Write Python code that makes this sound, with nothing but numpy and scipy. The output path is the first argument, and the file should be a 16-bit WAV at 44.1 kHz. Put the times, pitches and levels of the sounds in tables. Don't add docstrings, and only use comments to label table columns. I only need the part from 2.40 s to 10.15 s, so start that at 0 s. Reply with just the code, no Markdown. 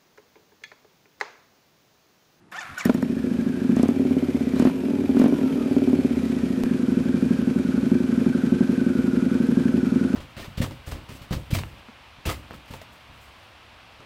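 import sys
import numpy as np
from scipy import signal
from scipy.fft import rfft, irfft, next_fast_len
from scipy.io import wavfile
from scipy.ndimage import map_coordinates

SR = 44100
rng = np.random.default_rng(int(sys.argv[2]) if len(sys.argv) > 2 else 0)


def amp(db):
    return 10 ** (np.asarray(db, float) / 20)


def write(x):
    x = np.atleast_2d(x).T
    wavfile.write(sys.argv[1], SR, np.round(np.clip(x, -1, 1) * 32767).astype(np.int16))


N = 341775
CUT, LOST = round(4.2365 * SR), round(.0163 * SR)
LONG = N + LOST
T = np.arange(LONG) / SR
SETTLED_S = 4.26
IDLE_RATE = 11.5
REAR_FIRES = .411

# f/Hz, level/dB per Hz
LOT_COLOUR = [(18, -67.5), (30, -21), (182, 5), (259, -4), (325, 1.5), (564, -17), (742, -11),
              (1140, -13.5), (12000, -38.5), (15600, -74), (22000, -120)]

# t/s, length/s, f/Hz, level/dB
GUARD_CHIRPS = [(.6, .2, 5420, 0), (1.5, .2, 5450, -2), (2.68, .08, 5520, -3), (2.99, .1, 5440, 0),
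                (3.36, .14, 5450, -1), (3.55, .08, 5150, -3), (3.97, .15, 5480, -1), (5.2, .2, 4180, -2),
                (5.55, .12, 5850, -3), (6.65, .15, 5430, -1), (6.85, .06, 5520, -3), (7.38, .18, 5470, -1),
                (7.55, .15, 5700, -2)]

# share of the cycle, level/dB
ROCKER_KNOCKS = [(.2, -6), (0.297, -1.5), (.71, -3.5)]
# f/Hz, width/Hz, level/dB, polarity
ROCKER_COVER = [(2326, 100, 0.5, 0.95), (3100, 240, -6.5, -1.06)]

# f/Hz, level/dB per Hz
CASES_COLOUR = [(260, -21), (450, 1), (570, -7.5), (723, -14.5), (1210, -18), (1510, -15.5), (2160, -20),
                (2430, -15.5), (2820, -22.5), (3080, -21.5), (3900, -24), (12000, -35.5), (13500, -36.5),
                (15200, -47), (15500, -83)]
# share of the cycle, level/dB
VALVE_SEATINGS = [(0.208, 0), (0.319, 4.5), (.42, -21), (0.709, -8), (0.798, 0), (0.959, -0.5)]
# multiple of the cycle, level/dB
GEAR_MESH = [(44, -11), (63.7, -14), (131.5, 0)]
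# share of the cycle, level/dB
GEAR_LOAD = [(0, -1), (.05, -4.5), (.15, 0), (.3, 2.5), (.45, 1), (.52, -6.5), (.72, -1), (.78, 1),
             (.93, 3), (1, -1)]
# f/Hz, level/dB per Hz
GROWL_COLOUR = [(1150, -4), (1300, 31), (1450, 17.5), (1700, 12), (1900, -30)]

# t/s, tooth mesh f/Hz, whine level/dB, grind level/dB
FIRST_COMPRESSION = [(.11, 480, -72, -43), (.15, 698, -37, -49.5), (.165, 764, -31, -45),
                     (.18, 875, -37, -44), (.19, 896, -27, -58), (.206, 863, -35, -45),
                     (.216, 750, -30, -50), (.232, 697, -39, -46), (.25, 647.5, -43, -48.5),
                     (.3, 689, -48, -50)]
# t/s, tooth mesh f/Hz, whine level/dB, grind level/dB
SECOND_COMPRESSION = [(.372, 760, -52, -50.5), (0.38, 735, -31, -42), (0.391, 760, -30, -46),
                      (0.399, 715, -24, -46), (0.41, 590, -27, -44), (.42, 505, -29, -46),
                      (0.432, 492, -40, -47), (.46, 443, -60, -43)]
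# f/Hz, width/Hz, level/dB, polarity
STARTER_HOUSING = [(735, 80, -1, 1), (850, 70, -2, -1), (1150, 250, -5, 1), (1440, 170, 0, -1),
                   (1780, 90, 1, 1), (1980, 90, -1, -1), (2330, 150, -2, 1), (3000, 200, -12, -1),
                   (3550, 300, -9, 1)]
# f/Hz, level/dB per Hz
GRIND_COLOUR = [(100, -50), (600, -11.5), (900, -9.5), (1500, 0), (2500, -11.5), (4200, -20), (7000, -27),
                (15500, -33)]
# f/Hz, level/dB per Hz
RASP_COLOUR = [(2000, -22), (4500, 8), (7000, 11), (15500, -45)]
# t/s, peak level/dB
STARTER_CLACKS = [
    (0.116, -46),
    (0.383, -33),
    (0.4525, -24.5),
    (0.498, -42),
    (0.543, -34.5),
    (0.623, -39),
]
# f/Hz, level/dB, t60/s
STEEL_RINGS = [(1840, 12, 0.059), (5540, 9, 0.026), (7050, 11.5, 0.021), (10800, -21, .01)]

# t/s, rate/cycles per s
IDLE_SPEED = [(0.44, 10.792), (0.739, 11.918), (0.816, 11.602), (1.295, 12.065), (2.037, 13.724),
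              (2.128, 12.919), (3.573, 14.588), (4.284, 12.349), (4.404, 10.583), (4.932, 12.09),
              (5.281, 10.73), (5.434, 11.386), (6.336, 11.714), (6.76, 10.85), (6.885, 11.122),
              (7.177, 12.136), (7.419, 11.04), (7.76, 11.07)]
# t/s, open/s, pull/cycles per s per s
THROTTLE_BLIPS = [
    (.522, .146, 21.70),
    (1.340, .152, 44.79),
    (2.161, .136, 68.06),
    (2.732, .118, 67.04),
]
# t/s, length/s, bark/dB, firing gain/dB, loss after shutting/dB
FULL_CHARGES = [
    (0.505, 0.14, -35.5, -2, -1.5),
    (1.376, 0.08, -34, -2, -7),
    (2.166, 0.142, -28.5, 3, -25.5),
    (2.774, 0.066, -30, 2.5, 1),
]
# t/s, front cylinder level/dB, rear cylinder level/dB
MIXTURE_STRENGTH = [(.44, 7, 0.5), (.62, -2.5, -8.5), (.8, -9, -9), (1.25, -3.5, -6.5), (1.7, -1, -5.5),
                    (2.08, -3.5, -11.5), (2.5, -1, -3), (3.1, -8, -4), (3.5, -1.5, -2.5), (3.7, -1, -9),
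                    (4.15, -8.5, -5.5), (4.45, -3, -4), (4.95, -0.5, -6), (5.3, -2.5, -2.5),
                    (6.15, 0, -5.5), (6.75, -3.5, -1.5), (7.15, 1.5, -4.5), (7.6, -5, -1.5)]
# t/s, firings come earlier by/s
SPARK_ADVANCE = [(2.64, .0002), (2.69, .0012), (2.75, .0018), (2.78, .0002), (2.89, 0), (2.92, .0012),
                 (3.13, .0014), (3.2, .0001), (3.37, .0003), (3.53, .0011), (3.6, .0009), (3.65, .0002),
                 (3.9, .0002), (4.04, .0007), (4.2, .0003), (4.3, 0)]
# t/s, level/dB
ODD_FIRINGS = [(.627, 1), (.839, 2), (.988, 1), (1.216, 1), (1.325, 2), (1.542, -11), (1.619, 2),
               (1.767, -0.5), (1.791, -7), (1.85, -5), (1.91, -6), (1.971, -2), (2.135, 0.5), (2.163, 1.5),
               (2.298, -18), (2.317, 2), (2.343, 4.5), (2.389, -8), (2.662, -3), (2.748, 3), (2.943, -3.5),
               (2.969, -13), (2.988, -0.5), (3.061, 1.5), (3.08, -10), (3.109, 2.5), (3.229, -3.5),
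               (3.281, -1), (3.334, -3), (3.365, 1.5), (3.387, 0.5), (3.42, 2), (3.442, -1.5),
               (3.498, -0.5), (3.532, 0.5), (3.555, -2), (3.589, -0.5), (3.613, -7), (3.647, 1),
               (3.672, -11), (3.733, -3), (3.77, -2), (4.034, 2), (4.062, -1.5), (4.176, 2.5), (4.206, -4),
               (4.31, 1), (4.776, -4), (4.907, 0), (5.249, -2.5), (5.429, 0.5), (5.516, 1.5), (6.07, 0.5),
               (6.641, -1), (6.914, -1), (7.611, 4),
               (0.582, 4.0), (0.697, 2.5), (0.839, 2.0), (0.87, 3.0), (0.913, 2.0), (0.944, -3.0),
                   (0.988, 2.0), (1.063, 2.0), (1.139, -1.5), (1.171, -1.5), (1.293, 3.0), (1.457, -2.5),
                   (1.489, -3.0), (1.564, 2.0), (1.675, -6.0), (1.732, -3.0), (1.791, -7.0), (1.85, -3.5),
                   (1.91, -6.0), (1.971, -3.0), (2.033, -4.5), (2.252, -3.5), (2.272, -4.0), (2.317, 2.5),
                   (2.343, -4.0), (2.408, -3.5), (2.436, 3.0), (2.662, -9.0), (2.694, 3.0), (2.716, -5.5),
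                   (2.769, 5.0), (2.858, 3.0), (2.883, 3.5), (2.9, -4.5), (2.925, 3.5), (2.969, -8.0),
                   (3.015, 2.5), (3.08, -5.5), (3.109, 3.0), (3.129, -2.0), (3.158, -2.0), (3.208, 3.5),
                   (3.229, -2.5), (3.281, -6.5), (3.312, 3.0), (3.334, -5.0), (3.365, 3.5), (3.387, -4.0),
                   (3.442, -3.0), (3.475, 2.0), (3.498, -3.0), (3.532, 2.5), (3.555, -5.0), (3.613, -10.0),
                   (3.672, -8.0), (3.795, -5.0), (3.965, 2.0), (3.993, -3.0), (4.105, 2.0), (4.134, -2.5)]
# t/s, bark level/dB
ROUGH_POPS = [(.462, -46), (0.501, -21), (.62, -52), (.85, -34), (2.36, -41), (2.988, -40), (3.06, -50),
              (3.348, -50)]

# t/s, pulse level/dB, change of
# firing # level/dB
HARD_PULSES = [(.4566, -7, -8), (.4955, -7, -8), (.5472, -14, -6), (1.368, -8, -7), (1.3962, -9, -7),
               (1.433, -7, -7), (1.457, -12, -8), (1.489, -9, -3), (2.199, -7, -8), (2.2236, -7, -9),
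               (2.2521, -7, -8), (2.2712, -7, -9), (2.769, -12, -6), (2.7977, -7, -6), (2.817, -7.5, -9),
               (2.8414, -7, -7), (2.8596, -8, -7)]
# f/Hz, level/dB per Hz
TORN_GAS_COLOUR = [(400, 4.5), (800, 2.5), (1500, -7.5), (3000, -11.5), (5000, -22), (9000, -48)]
# t/s, peak level/dB
VALVE_JETS = [(1.2116, -52), (1.3635, -29), (1.4286, -24), (1.4838, -30), (2.195, -24.5), (2.2243, -32),
              (2.248, -32), (2.7927, -26.5), (2.8379, -31), (2.8804, -35)]
# f/Hz, level/dB per Hz
JET_COLOUR = [(2500, -34), (5000, 3.5), (7000, 2), (12500, -5.5), (15500, -30)]

# f/Hz, width/Hz, level/dB, polarity
FRONT_PIPE = [(72.0, 14.0, -6.4, 1), (142.8, 14.0, 9.4, 1), (189.7, 16.5, 20.8, -1),
              (231.3, 32.4, 14.0, -1), (252.0, 14.0, 0.6, -1), (361.9, 27.1, 13.3, 1),
              (500.7, 15.7, 6.6, 1), (551.6, 20.1, -4.9, 1)]
# f/Hz, width/Hz, level/dB, polarity
REAR_PIPE = [(72.0, 20.1, -1.3, 1), (134.8, 31.2, 9.9, 1), (198.7, 150.0, 12.7, -1),
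             (258.6, 30.9, 16.9, -1), (269.5, 24.0, 18.8, 1), (341.7, 32.9, 17.4, 1), (446.1, 76.2, 2.6, 1),
             (649.3, 14.0, -5.6, -1)]
# f/Hz, width/Hz, level/dB, polarity
HOT_PIPES = [(89.6, 14.0, -2.7, -1), (151.0, 18.2, 12.5, 1), (165.6, 20.5, 18.6, -1),
             (242.2, 69.2, 15.2, -1), (292.8, 24.1, 14.8, 1), (369.0, 62.0, 12.4, 1), (493.2, 14.0, 9.0, 1),
             (606.4, 134.0, -4.1, 1)]
# delay/s, gain
FRONT_ECHOES = [(0.00608, -0.84), (0.01934, -0.11), (0.02251, 0.26), (0.04757, 0.07)]
# delay/s, gain
REAR_ECHOES = [(0.00615, -0.94), (0.01657, 0.12), (0.02169, 0.16), (0.04735, 0.11)]
# delay/s, gain
HOT_ECHOES = [(0.00607, -0.72), (0.01944, 0.16), (0.02216, 0.06), (0.0468, 0.06)]
# f/Hz, width/Hz, level/dB, polarity
MUFFLER_SHELL = [(265.9, 4.3, 12.5, 0.86), (218.6, 43, 8.5, 0.31)]
# f/Hz, width/Hz, level/dB, polarity
PIPE_JUNCTION = [(478, 13, 0, 0.87), (287, 10.3, 3, 0.67)]
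# f/Hz, width/Hz, level/dB, polarity
SHORT_SECTION = [(562, 34, -7, 0.55), (679, 44, -7.5, 0.7)]
# f/Hz, width/Hz, level/dB, polarity
TAILPIPE_MOUTH = [(430, 75, -8, -0.98), (1070, 220, -23, 0.054)]
# multiple of the cycle, level/dB
PISTON_PUMPING = [(5, -2), (7, -76), (9, -8), (10, -68)]
# f/Hz, level/dB per Hz
GAS_COLOUR = [(24, -75), (40, -65), (71, -10), (113, -20), (237, 3), (316, -22), (359, -1), (412, -25),
              (455, -17), (800, -34), (1040, -58), (1760, -120)]
# f/Hz, level/dB per Hz
CRACK_COLOUR = [(260, -61), (450, 0), (755, -12), (1060, -11), (1200, -15), (1370, -14), (3000, -32),
                (11800, -48), (14100, -60), (15500, -75)]
# f/Hz, level/dB
EXHAUST_TONE = [(395, 0), (432, -2), (475, 1.5), (518, -3), (560, 1), (675, 2.5), (740, -4), (810, 0)]

# t/s, f/Hz
TREBLE_TOP = [(0, 15100), (2.05, 15000), (2.15, 14300), (3.3, 14000), (4.2, 13500), (4.5, 13150),
              (7.75, 13100)]


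def unit(x):
    return x / np.sqrt(np.mean(x ** 2) + 1e-20)


def noise():
    return rng.standard_normal(LONG)


def sample_of(s):
    return round(s * SR) + LOST * (s * SR > CUT)


def curves(rows):
    s, *columns = np.transpose(rows)
    at = s * SR + LOST * (s * SR > CUT)
    return [np.interp(np.arange(LONG), at, column) for column in columns]


def wobble(rate):
    knots = rng.standard_normal(int(LONG * rate / SR) + 4)
    return map_coordinates(knots, [np.arange(LONG) * rate / SR])


def fading(x, tau_s):
    return signal.lfilter([1 / SR], [1, -np.exp(-1 / (tau_s * SR))], x)


def filtered(x, response):
    m = next_fast_len(LONG + SR // 2)
    return irfft(rfft(x, m) * response(np.fft.rfftfreq(m, 1 / SR)), m)[:LONG]


def coloured(x, spectrum):
    f, db = np.transpose(spectrum)
    return unit(filtered(x, lambda hz: amp(np.interp(np.log(hz + 1), np.log(f + 1), db))))


def ringing(modes):
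    def response(hz):
        return sum(polarity * amp(db) * 1j * hz * width / (centre * centre - hz * hz + 1j * hz * width)
                   for centre, width, db, polarity in modes)
    return response


def puffs(pulses, t60):
    return noise() * signal.lfilter([1], [1, -amp(-60 / (t60 * SR))], pulses)


def beats(cycles, share, level_db, scatter_s, scatter_db):
    at = np.searchsorted(cycles, np.arange(int(cycles[-1]) + 1) + share)
    chance = rng.standard_normal((len(at), 2))
    at = np.clip(at + np.round(scatter_s * SR * chance[:, 0]).astype(int), 0, LONG - 1)
    level = (level_db + np.zeros(LONG))[at] + scatter_db * chance[:, 1]
    return np.bincount(at, amp(level), LONG)


def throttle(rows):
    twist_s = .02
    return np.array([np.clip(np.minimum(T - s, s + open_s - T) / twist_s + .5, 0, 1)
                     for s, open_s, *_ in rows])


def speed():
    pull = np.array(THROTTLE_BLIPS)[:, 2] @ throttle(THROTTLE_BLIPS)
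    return curves(IDLE_SPEED)[0] + fading(pull, tau_s=.547)


def crank(rate):
    turning = np.arange(LONG) > IDLE_SPEED[0][0] * SR
    return np.cumsum(rate * turning) / SR - .193


def parking_lot():
    return amp(-55.5 + 0.94 * wobble(12)) * coloured(noise(), LOT_COLOUR)


def belt_guard():
    out, sag = np.zeros(LONG), .04
    blur_hz, flutter = 55 * wobble(150), amp(4 * wobble(45))
    for s, lasts, hz, db in GUARD_CHIRPS:
        u, at = np.arange(round(lasts * SR)) / SR, sample_of(s)
        pitch = hz * (1 - sag * (u - lasts / 2)) + blur_hz[at:at + len(u)]
        swell = np.sin(np.pi * u / lasts) ** .5
        out[at:at + len(u)] += amp(db) * swell * np.sin(2 * np.pi * np.cumsum(pitch) / SR)
    return amp(-64.5) * flutter * out


def rockers(cycles):
    knocks = sum(beats(cycles, share, db, scatter_s=0.00089, scatter_db=2.0) for share, db in ROCKER_KNOCKS)
    return amp(-58) * unit(filtered(puffs(knocks, t60=.058), ringing(ROCKER_COVER)))


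def case_clatter(cycles):
    ticks = sum(beats(cycles, share, db, scatter_s=0.0004, scatter_db=0.5) for share, db in VALVE_SEATINGS)
    return noise() * amp(0.68 * wobble(25)) + amp(-3.0) * puffs(ticks, t60=0.058)


def case_hiss(clatter, rate):
    grip, over, recover_s = throttle(FULL_CHARGES), rate - IDLE_RATE, .71
    shut_db = -28.5 * fading(grip.sum(0), recover_s) / recover_s
    hiss_db = -52.5 + 3.5 * grip[1:].sum(0) + shut_db + 0.29 * over
    hiss = coloured(clatter, CASES_COLOUR)
    air = unit(np.diff(hiss, 2, prepend=[0, 0]))
    return amp(hiss_db + 13.5) * (hiss + amp(-31.0 + 0.88 * over) * air)


def gear_whine(clatter, cycles, rate):
    def slack():
        return .013 * wobble(200)

    grips_s, takes_up_s = 1.38, .9
    lag = np.where(T < grips_s, .057, .027 * (T < SETTLED_S - .2)) + .012 * wobble(40)
    drive = 2 * np.pi * np.cumsum(rate * (1 - lag)) / SR
    mesh = 2 * np.pi * cycles
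    *primary, (teeth, _) = GEAR_MESH

    whine_db = -49 - (rate - IDLE_RATE) + 2.5 * np.clip(T - SETTLED_S, 0, 2)
    whine_db = whine_db + np.interp(cycles % 1, *np.transpose(GEAR_LOAD))
    whine_db = whine_db + 2.5 * (T < grips_s)
    whine_db = whine_db - 9 * np.clip(2 * (takes_up_s - T) / .5, 0, 1)
    whine = amp(whine_db + 3 * wobble(50)) * np.sin(teeth * (drive + .7 * slack()))
    whine = whine + amp(whine_db - 13.5) * coloured(clatter, GROWL_COLOUR)

    coasting = np.clip(rate - 14.5, 0, 1) * (T > THROTTLE_BLIPS[2][0])
    overtone = np.sin(1.95 * teeth * (drive + .2 * slack()))
    whine = whine + coasting * amp(-64 + 5 * wobble(12)) * overtone

    primary_db = -45 + .75 * (np.minimum(rate, 20) - IDLE_RATE)
    upper_db = 3 + 4 * np.minimum(rate - 20.5, 0) - 30 * (T < THROTTLE_BLIPS[-1][0])
    for multiple, db in primary:
        level = amp(primary_db + db + upper_db * (multiple > primary[0][0]) + 3.5 * wobble(20))
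        whine = whine + level * np.sin(multiple * (mesh + .95 * slack()))
    return whine


def starter_clack(peak_db):
    u = np.arange(SR // 10) / SR
    ring = sum(amp(db + 2 * rng.standard_normal() - 60 * u / t60) * np.sin(2 * np.pi * f * u)
               for f, db, t60 in STEEL_RINGS)
    crack = 3.0 * amp(-60 * u / 0.045) * np.diff(rng.standard_normal(len(u) + 1))
    return amp(peak_db - 16.0) * (ring + crack)


def starter():
    hz, whine_db, grind_db = curves(FIRST_COMPRESSION + SECOND_COMPRESSION)
    engaged = np.clip((T - STARTER_CLACKS[0][0]) / .006, 0, 1) * np.clip((.49 - T) / 0.023, 0, 1)
    turn = 2 * np.pi * np.cumsum(hz) / SR
    housing = ringing(STARTER_HOUSING)

    odd_db = np.where(T < SECOND_COMPRESSION[0][0], -6, -16)
    whine = np.zeros(LONG)
    for k in range(1, 7):
        level = amp(4 * wobble(70) + odd_db * (k % 2) - (k - 2))
        whine += np.abs(housing(k * hz)) * level * np.sin(k * (turn + .2 * wobble(160)))

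    grind = coloured(noise() * amp(2.0 * wobble(450)), GRIND_COLOUR)
    grind = grind + amp(-8) * unit(filtered(grind, housing))
    rasp = coloured(noise() * amp(2.4 * wobble(197.6)), RASP_COLOUR)
    rasp_db = -55 + 1.44 * (whine_db + 36.0)
    out = engaged * (amp(rasp_db) * rasp + amp(whine_db) * whine + amp(grind_db + 7.5) * grind)

    chuff = coloured(noise(), [(20, -15), (60, 0), (250, -5), (600, -60)])
    out = out + amp(-45) * np.exp(-((T - .32) / .03) ** 2) * chuff
    for s, db in STARTER_CLACKS:
        clack = starter_clack(db)
        out[round(s * SR):][:len(clack)] += clack
    return out


def hard_pulses():
    out, u = np.zeros(LONG), np.arange(SR // 20) / SR
    turn = 2 * np.pi * 240 * u + 1.2 * (1 - np.exp(-u / .0009))
    pulse = -1.4 * (1 - np.exp(-u / .0006)) * np.exp(-u / .008) * np.sin(turn)
    jet = coloured(noise(), JET_COLOUR)
    torn = coloured(noise(), TORN_GAS_COLOUR)
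    for s, db, _ in HARD_PULSES:
        at = sample_of(s)
        out[at:][:len(u)] += amp(db) * (pulse + amp(-23 - 60 * u / .098) * torn[at:][:len(u)])
    for s, db in VALVE_JETS:
        at = sample_of(s)
        out[at:][:len(u)] += amp(db - 10.5 - 60 * u / .027) * jet[at:][:len(u)]
    return out


def odd_firings():
    out, half = np.zeros(LONG), round(.007 * SR)
    softened = [(s, db) for s, _, db in HARD_PULSES]
    for s, db in ODD_FIRINGS + softened:
        at = sample_of(s)
        out[at - half:at + half] += db
    return out


def firing_levels():
    grip, recover_s = throttle(FULL_CHARGES), 0.17
    gain_db, loss_db = np.array(FULL_CHARGES)[:, 3:].T
    starved_db = fading(loss_db @ grip, recover_s) / recover_s * (1 - grip.sum(0))
    front_db, rear_db = np.array(curves(MIXTURE_STRENGTH)) + odd_firings()
    return front_db + gain_db @ grip + starved_db, rear_db + 2.6 * gain_db @ grip + starved_db


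def pipe(pulses, modes, echoes):
    def response(hz):
        echo = 1 + sum(gain * np.exp(-2j * np.pi * hz * s) for s, gain in echoes)
        ends = (1j * hz / (60 + 1j * hz)) ** 2 / (1 + 1j * hz / 500) ** 2
        return ringing(modes)(hz) * echo * ends
    return amp(21.5) * filtered(pulses, response)


def pipe_thump(front, rear, hot, rear_edge, rate):
    both = front + rear
    cool = pipe((1 - hot) * front, FRONT_PIPE, FRONT_ECHOES) + pipe((1 - hot) * rear, REAR_PIPE, REAR_ECHOES)
    fast = filtered(pipe(hot * both, HOT_PIPES, HOT_ECHOES), lambda hz: 1 / (1 + (105 / (hz + 1)) ** 4))
    shell = pipe(amp(2 * (rate - 15.5)) * both, MUFFLER_SHELL, [])
    junction = pipe(hot * both, PIPE_JUNCTION, [])
    return cool + fast + shell + junction + pipe(front + rear_edge * rear, SHORT_SECTION, [])


def piston_pumping(cycles, rate):
    detuned = (PISTON_PUMPING[0][0] * rate - 82.2) / 12
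    settled = np.clip((T - SETTLED_S) / .04, 0, 1)
    pump_db = -36 - 10 * np.log10(1 + detuned ** 4) - 1.5 * settled + 0.63 * wobble(16)
    strokes = sum(amp(db) * np.sin(2 * np.pi * k * cycles) for k, db in PISTON_PUMPING)
    return amp(pump_db) * (cycles > 0) * strokes


def exhaust_gas(cycles):
    strokes = beats(cycles, 0, 0, 0, 0.18) + beats(cycles, REAR_FIRES, 0, 0, 0.79)
    return amp(-33.0) * coloured(puffs(strokes, t60=0.41), GAS_COLOUR)


def bark_level(rate):
    floor = amp(-49.5 + 0.53 * (rate - IDLE_RATE) + 0.86 * wobble(10))
    charges = amp(np.array(FULL_CHARGES)[:, 2]) @ throttle(FULL_CHARGES)
    pops = sum(amp(db) * np.exp(-((T - sample_of(s) / SR) / 0.011) ** 2) for s, db in ROUGH_POPS)
    return 20 * np.log10(floor + charges + pops)


def bark(front, rear, hot, rear_edge, rate):
    bark_db = bark_level(rate)
    steep = amp(bark_db + 0.56 * (bark_db + 32.5))
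    edges = front + (rear_edge + (1 - rear_edge) * hot) * rear
    snap = unit(filtered(edges, lambda hz: ringing(TAILPIPE_MOUTH)(hz) / (1 + 1j * hz / 1300) ** 2))
    crack = coloured(puffs(front + rear, t60=.03), CRACK_COLOUR)
    slug = unit(filtered(front + rear, lambda hz: 1j * hz / (20 + 1j * hz) / (1 + 1j * hz / 42.6) ** 3))
    out = steep * (amp(-17.0) * snap + amp(-0.5) * crack)
    out = out + amp(-44) * snap
    return amp(-4.0) * (out + steep ** 2 * amp(-25) * slug)


def exhaust(cycles, rate):
    front_db, rear_db = firing_levels()
    sparks = cycles + curves(SPARK_ADVANCE)[0] * rate
    front = beats(sparks, 0, front_db, scatter_s=0, scatter_db=1.22)
    rear = beats(sparks, REAR_FIRES, rear_db, scatter_s=0.00064, scatter_db=0.77)
    hot = np.clip((rate - 13.58) / 3.5, 0, 1)
    rear_edge = 0.14
    out = pipe_thump(front, rear, hot, rear_edge, rate) + bark(front, rear, hot, rear_edge, rate)
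    return out + piston_pumping(sparks, rate) + exhaust_gas(sparks)


def exhaust_tone(x):
    f, db = np.transpose(EXHAUST_TONE)
    return filtered(x, lambda hz: amp(np.interp(np.log(hz + 1), np.log(f), db)))


def scene():
    rate = speed()
    cycles = crank(rate)
    clatter = case_clatter(cycles)
    mechanics = (cycles > 0) * (case_hiss(clatter, rate) + gear_whine(clatter, cycles, rate))
    whole = parking_lot() + belt_guard() + rockers(cycles) + mechanics
    whole = whole + starter() + hard_pulses() + exhaust_tone(exhaust(cycles, rate))
    kept = np.delete(whole, slice(CUT, CUT + LOST))
    since = np.arange(N) - CUT
    step = amp(-24) * (since >= 0) * np.exp(-np.abs(since) / (.006 * SR))
    return (kept + step)[None]


def thinned_treble(x):
    hz, t, z = signal.stft(x, SR, nperseg=1024)
    top = np.interp(t, *np.transpose(TREBLE_TOP))
    top = top + 330 * np.repeat(rng.standard_normal(len(t)), 2)[:len(t)]
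    luck = np.repeat(rng.random((len(hz), len(t))), 5, 0)[:len(hz)]
    luck = np.repeat(luck, 3, 1)[:, :len(t)]
    holes_from_hz = 6000
    near = np.clip((hz[:, None] - holes_from_hz) / (top - holes_from_hz), 0, 1)
    risk = .07 * near + .3 * near ** 12 + .3 * (hz[:, None] > 12900)
    lost = (near >= 1) | (luck < risk)
    at_splice = np.abs(t - CUT / SR) < .012
    return signal.istft(z * (~lost | at_splice), SR, nperseg=1024)[1][..., :N]


def top_cut(x):
    return signal.sosfilt(signal.butter(12, 15610, fs=SR, output="sos"), x)


def record(dry):
    soft = dry / (1 + np.abs(dry / .52) ** 6) ** (1 / 6)
    soft = signal.sosfilt(signal.butter(N=10, Wn=15300, fs=SR, output="sos"), soft)
    return top_cut(thinned_treble(soft))


dry = scene()
out = record(dry)
write(out)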